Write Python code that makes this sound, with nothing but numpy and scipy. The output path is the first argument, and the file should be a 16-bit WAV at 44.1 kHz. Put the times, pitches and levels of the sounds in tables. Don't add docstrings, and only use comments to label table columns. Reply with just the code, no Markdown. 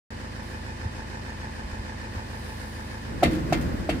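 import sys
import numpy as np
from scipy import signal
from scipy.fft import rfft, irfft
from scipy.io import wavfile
from scipy.ndimage import uniform_filter1d

SR = 44100
rng = np.random.default_rng(int(sys.argv[2]) if len(sys.argv) > 2 else 0)


def waveform_to_disk(signal):
    frames = np.transpose(np.atleast_2d(signal))
    scaled = np.clip(frames, -1, 1) * 32767
    samples = np.round(scaled).astype(np.int16)
    wavfile.write(sys.argv[1], SR, samples)


N = 176400
CYCLE_HZ = 6.667


def coupling():
    # (time [s], clunk [dB], clunk [Hz], rattle [dB], rattle tilt [dB/octave], drawbar [dB])
    knocks = [(3.2242, -16.5, 670, -32, 0, -34), (3.2297, -7.5, 690, -20, -1, -21),
              (3.5234, -11.5, 690, -25, -1, -30), (3.89, -14.5, 642, -26.5, -1.5, -31.5)]
    # (frequency [Hz], t60 [s], level [dB])
    drawbar_modes = [(160, 0.14, -5), (235, 0.3, -3), (306.5, .65, -4), (332.6, 1, -7), (509, 0.84, -15),
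                     (690, 0.17, -4.5)]
    # (time [s], level [dB], frequency [Hz], width [s])
    frame_swings = [(3.30, -23.5, 310.8, 0.041), (3.575, -24.5, 243.5, .022), (3.935, -29, 254, 0.025)]
    # (time [s], level [dB])
    settles = [(3.306, -47), (3.328, -44), (3.346, -47), (3.607, -44)]
    clunk_s, ring_rise_s = 0.003, 0.0065
    t, out = clock(), 0
    for start_s, clunk_db, hz, rattle_db, tilt_db, drawbar_db in knocks:
        age = t - start_s
        overtone = undb(-16) * thud(age, 1.93 * hz, clunk_s)
        thump = undb(-11) * thud(age, 0.467 * hz, 2 * clunk_s)
        clunk = thud(age, hz, clunk_s) + overtone + thump
        drawbar = -sum(undb(db) * swell(age, ring_rise_s, t60_s) * np.sin(2 * np.pi * mode_hz * age)
                       for mode_hz, t60_s, db in drawbar_modes)
        out = out + undb(clunk_db) * clunk + undb(drawbar_db) * drawbar
        out = out + undb(rattle_db) * rattle(start_s, tilt_db)
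    swings = sum(undb(db) * thud(t - start_s, hz, width_s) for start_s, db, hz, width_s in frame_swings)
    return out + swings + sum(undb(db) * rattle(start_s, tilt_db=4) for start_s, db in settles)


def rattle(start_s, tilt_db):
    # (frequency [Hz], density [dB])
    spray_spectrum = [(200, -10), (600, 6.5), (1000, -3.5), (1400, 2), (1650, -3), (2300, 1), (3000, -3),
                      (4200, -5.5), (5500, -10.5), (8000, -14), (9700, -17), (11500, -15), (13000, -21.5),
                      (15500, -27)]
    # (frequency [Hz], t60 [s], level [dB])
    steel_modes = [(462, 0.23, 3.5), (1260, .08, -6), (1370, 0.06, -13), (1830, 0.2, 3.5),
                   (2080, 0.091, -15), (2080, 0.15, 4.5), (2220, 0.092, -2), (2480, 0.45, -17),
                   (2700, 0.061, 5.5), (3190, .15, -7), (3680, 0.25, -8), (4480, 0.11, -7),
                   (6350, 0.12, -20), (10700, 0.069, -8)]
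    rise_s, split_hz, tail_corner_hz = 0.0066, 6800, 6000
    age, hz = clock() - start_s, np.fft.rfftfreq(N, 1 / SR)
    grain = np.exp(0.27 * unit(uniform_filter1d(rng.standard_normal(N), size=40)))
    tilt = undb(tilt_db * np.log2(np.maximum(hz / 2000, 1)))
    spray = rfft(reflect(noise(spray_spectrum)) * unit(grain)) * tilt
    lowpass = 1 / (1 + (hz / split_hz) ** 4)
    burst = swell(age, rise_s, t60_s=0.078)
    body = irfft(spray * lowpass) * swell(age, rise_s, t60_s=0.13)
    treble = irfft(spray * (1 - lowpass)) * burst
    tail = undb(-19) * irfft(spray / np.hypot(1, hz / tail_corner_hz)) * swell(age, rise_s, t60_s=1)
    steel = undb(-1) * ring(burst * rng.standard_normal((2, N)), steel_modes)
    return (body + treble + tail + steel) * pan(left_db=1.5)


def frame():
    # (time [s], level [dB])
    load_curve = [(3.0, -56), (3.122, -32.5), (3.21, -37), (3.259, -23.5), (3.36, -28), (3.46, -31),
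                  (3.54, -25), (3.63, -26.5), (3.73, -29), (3.8, -30), (3.86, -35), (3.91, -29), (4.0, -32)]
    # (frequency [Hz], density [dB])
    rumble_spectrum = [(20, -25), (45, -4.5), (65, 2.5), (95, -6.5), (160, -2.5), (250, -6), (340, -6.5),
                       (420, -14.5), (560, -15), (800, -24.5), (1500, -24.5), (4000, -50)]
    time_s, db = np.array(load_curve).T
    return noise(rumble_spectrum) * undb(np.interp(clock(), time_s, db, left=-90))


def hand():
    # (time [s], level [dB], frequency [Hz])
    bumps = [(0.854, -21, 88), (1.644, -26.5, 68.7), (1.727, -25, 63.7), (1.792, -25.5, 69),
             (2.164, -25, 71.3)]
    # (start [s], rise [s], length [s], level [dB])
    brushes = [(.415, 0.017, .27, -57.5), (2.15, 0.33, 1.15, -51.5)]
    # (frequency [Hz], density [dB])
    brush_spectrum = [(1500, -14), (3000, 1), (4500, 4.5), (7500, -9), (9600, 4), (11000, -4.5),
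                      (15500, -8)]
    scuff_spectrum = [(100, -3), (300, -2), (700, -6), (1200, -3), (2500, -12), (8000, -32)]
    scuff_at_s, scuff_width_s = 2.165, 0.053
    t, rub = clock(), 0
    thuds = sum(undb(db) * thud(t - start_s, hz, width_s=0.0086) for start_s, db, hz in bumps)
    scuff = undb(-43.5) * np.exp(-((t - scuff_at_s) / scuff_width_s) ** 2) * noise(scuff_spectrum)
    for start_s, rise_s, length_s, db in brushes:
        attack = np.clip((t - start_s) / rise_s, 0, 1)
        release = np.cos(np.pi / 2 * np.clip((t - start_s) / length_s, 0, 1))
        rub = rub + undb(db) * attack * release
    return thuds + scuff + rub * noise(brush_spectrum) * pan(left_db=-1)


def engine():
    # (multiple of the firing rate, level [dB])
    harmonics = [(1, -50), (2, -1), (3, 0.5), (4, -3.5), (5, -20), (6, -16.5), (8, -5.5), (9, -9.5),
                 (13, -15.5), (19, -15.5)]
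    # (frequency [Hz], density [dB])
    clatter_spectrum = [(40, -9), (130, -6), (210, -2.5), (255, 2.5), (340, -4), (450, -8), (520, -3),
                        (680, -13), (1050, -4.5), (1300, -14.5), (1750, -5.5), (2400, -20.5), (3200, -28),
                        (6000, -38.5)]
    rush_spectrum = [(20, -6), (40, -19), (65, 3.5), (130, 2), (260, -6), (360, -3.5), (450, -8.5),
                     (750, -14), (1300, -15), (1800, -15), (2500, -12), (3000, -20), (4400, -18.5),
                     (5300, -21), (5800, -24), (9500, -29.5), (12000, -40), (15500, -63)]
    hum_db, clatter_db, rush_db, jitter_s = -43, -43, -42, 0.00014
    cycle_throb_db, firing_throb_db, throb_peak_s = 0.93, 0.5, 0.0596
    t = clock()
    late_s = jitter_s * unit(signal.resample(rng.standard_normal(64), N))
    cycles = CYCLE_HZ * (t + late_s)
    firings = 4 * cycles
    hum = sum(undb(db) * np.cos(2 * np.pi * (k * firings + rng.random())) for k, db in harmonics)
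    hz = np.arange(4097) * CYCLE_HZ
    mid, side = np.exp(2j * np.pi * rng.random((2, len(hz)))) * colour(clatter_spectrum, hz)
    clatter = np.array([np.interp(cycles, np.arange(len(loop)) / len(loop), loop, period=1)
                        for loop in spread(mid, side, hz)])
    rush = reflect(noise(rush_spectrum))
    angle = 2 * np.pi * CYCLE_HZ * (t - throb_peak_s)
    throb = undb(cycle_throb_db * np.cos(angle) + firing_throb_db * np.cos(4 * angle))
    roar = undb(clatter_db) * unit(clatter) + undb(rush_db) * rush
    return undb(hum_db) * np.sqrt(2) * hum + throb * roar


def loose_parts():
    # (time in cycle [s], low part [dB], high part [dB])
    taps = [(0.034, -30, -8.5), (.05, -10, -6.5), (.064, -19, -3), (.082, -12.5, -4), (.0945, -5.5, -5),
            (.104, -36, -2.5), (.1215, -6.5, -5.5), (.145, -7.5, -7)]
    # (frequency [Hz], t60 [s], level [dB])
    low_modes = [(878, .085, 0), (945, .05, -5), (1020, .025, -11)]
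    high_modes = [(1557, 0.069, -5), (1662, 0.035, 10.5), (1761, 0.1, 6), (2020, 0.033, -34),
                  (2400, 0.029, 4), (4720, 0.042, -11), (5300, 0.037, -1), (6450, 0.053, -7)]
    # (time [s], level [dB])
    level_curve = [(.1, -1), (1.0, 1.5), (2.2, 1), (2.998, -1.5), (4.0, -3.5)]
    jitter_s, scatter_db, scrape_decay_s, left_lag_s = 0.00008, 0.7, 0.0081, 0.00026
    tap_s, low_db, high_db = np.array(taps).T
    cycle_s = np.arange(int(N / SR * CYCLE_HZ) + 1) / CYCLE_HZ

    def buzz(modes, tap_db, scrape_db):
        late, size = rng.standard_normal((2, len(cycle_s), len(tap_s)))
        at = np.clip((cycle_s[:, None] + tap_s + jitter_s * late) * SR, 0, N).astype(int)
        hits = np.bincount(at.ravel(), undb(tap_db + scatter_db * size).ravel(), N + 1)[:N]
        contact = signal.lfilter([1], [1, -np.exp(-1 / (scrape_decay_s * SR))], hits)
        scrape = contact * rng.standard_normal((2, N))
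        stereo_hits = np.array([np.roll(hits, int(left_lag_s * SR)), hits])
        return unit(ring(unit(stereo_hits) + undb(scrape_db) * unit(scrape), modes))

    low = undb(-49) * buzz(low_modes, low_db, scrape_db=-15)
    high = undb(-48) * buzz(high_modes, high_db, scrape_db=0)
    return (low + high) * undb(np.interp(clock(), *np.array(level_curve).T))


def reflect(x):
    t = clock()[:2048]
    echoes = rng.standard_normal((2, len(t))) * fade(t, t60_s=0.035)
    echoes = undb(-4) * echoes / np.sqrt(np.sum(echoes[0] ** 2))
    response = (t == 0) + signal.sosfilt(signal.butter(2, 900, "high", fs=SR, output="sos"), echoes)
    return unit(signal.fftconvolve(x, response, axes=1)[:, :N])


def ring(force, modes):
    t = clock()[:SR // 2]
    response = sum(undb(db) * fade(t, t60_s) * np.sin(2 * np.pi * hz * t) for hz, t60_s, db in modes)
    return signal.fftconvolve(force, response[None] / np.sqrt(np.sum(response ** 2)), axes=1)[:, :N]


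def thud(age, hz, width_s):
    u = np.maximum(age, 0) / width_s
    return -u * np.exp((1 - u ** 2) / 2) * np.sin(2 * np.pi * hz * age)


def swell(age, rise_s, t60_s):
    return np.clip(age / rise_s, 0, 1) * fade(np.maximum(age - rise_s, 0), t60_s)


def fade(age, t60_s):
    return (age >= 0) * np.exp(-np.log(1000) * np.maximum(age, 0) / t60_s)


def noise(spectrum):
    hz = np.fft.rfftfreq(N, 1 / SR)
    mid, side = rfft(rng.standard_normal((2, N))) * colour(spectrum, hz)
    return unit(spread(mid, side, hz))


def spread(mid, side, hz):
    # (frequency [Hz], side minus mid [dB])
    width_curve = [(60, -7), (180, -10), (300, -5), (450, -2), (800, 1), (1300, 5.5), (2000, -8),
                   (3200, 2.5), (15000, -1)]
    width = colour(width_curve, hz)
    return irfft((mid + np.array([[1], [-1]]) * width * side) / np.sqrt(1 + width ** 2))


def colour(curve, hz):
    knots_hz, db = np.array(curve).T
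    return undb(np.interp(np.log(hz + 1e-3), np.log(knots_hz), db))


def pan(left_db):
    return undb(np.array([[left_db], [-left_db]]) / 2)


def undb(db):
    return 10 ** (np.asarray(db) / 20)


def unit(x):
    return x / np.sqrt(np.mean(x ** 2) + 1e-20)


def clock():
    return np.arange(N) / SR


def scene():
    return engine() + loose_parts() + coupling() + frame() + hand()


def record(dry):
    open_s, top_hz = 0.105, 15550
    hz = np.fft.rfftfreq(N, 1 / SR)
    left_gain = colour([(1000, -0.5), (4000, -0.5), (9000, 0.5), (13000, 3)], hz) ** 0.5
    heard = irfft(rfft(dry) * np.array([left_gain, 1 / left_gain])) * (clock() >= open_s)
    return signal.sosfilt(signal.ellip(10, 0.2, 80, top_hz, fs=SR, output="sos"), heard)


dry = scene()
out = record(dry)
waveform_to_disk(out)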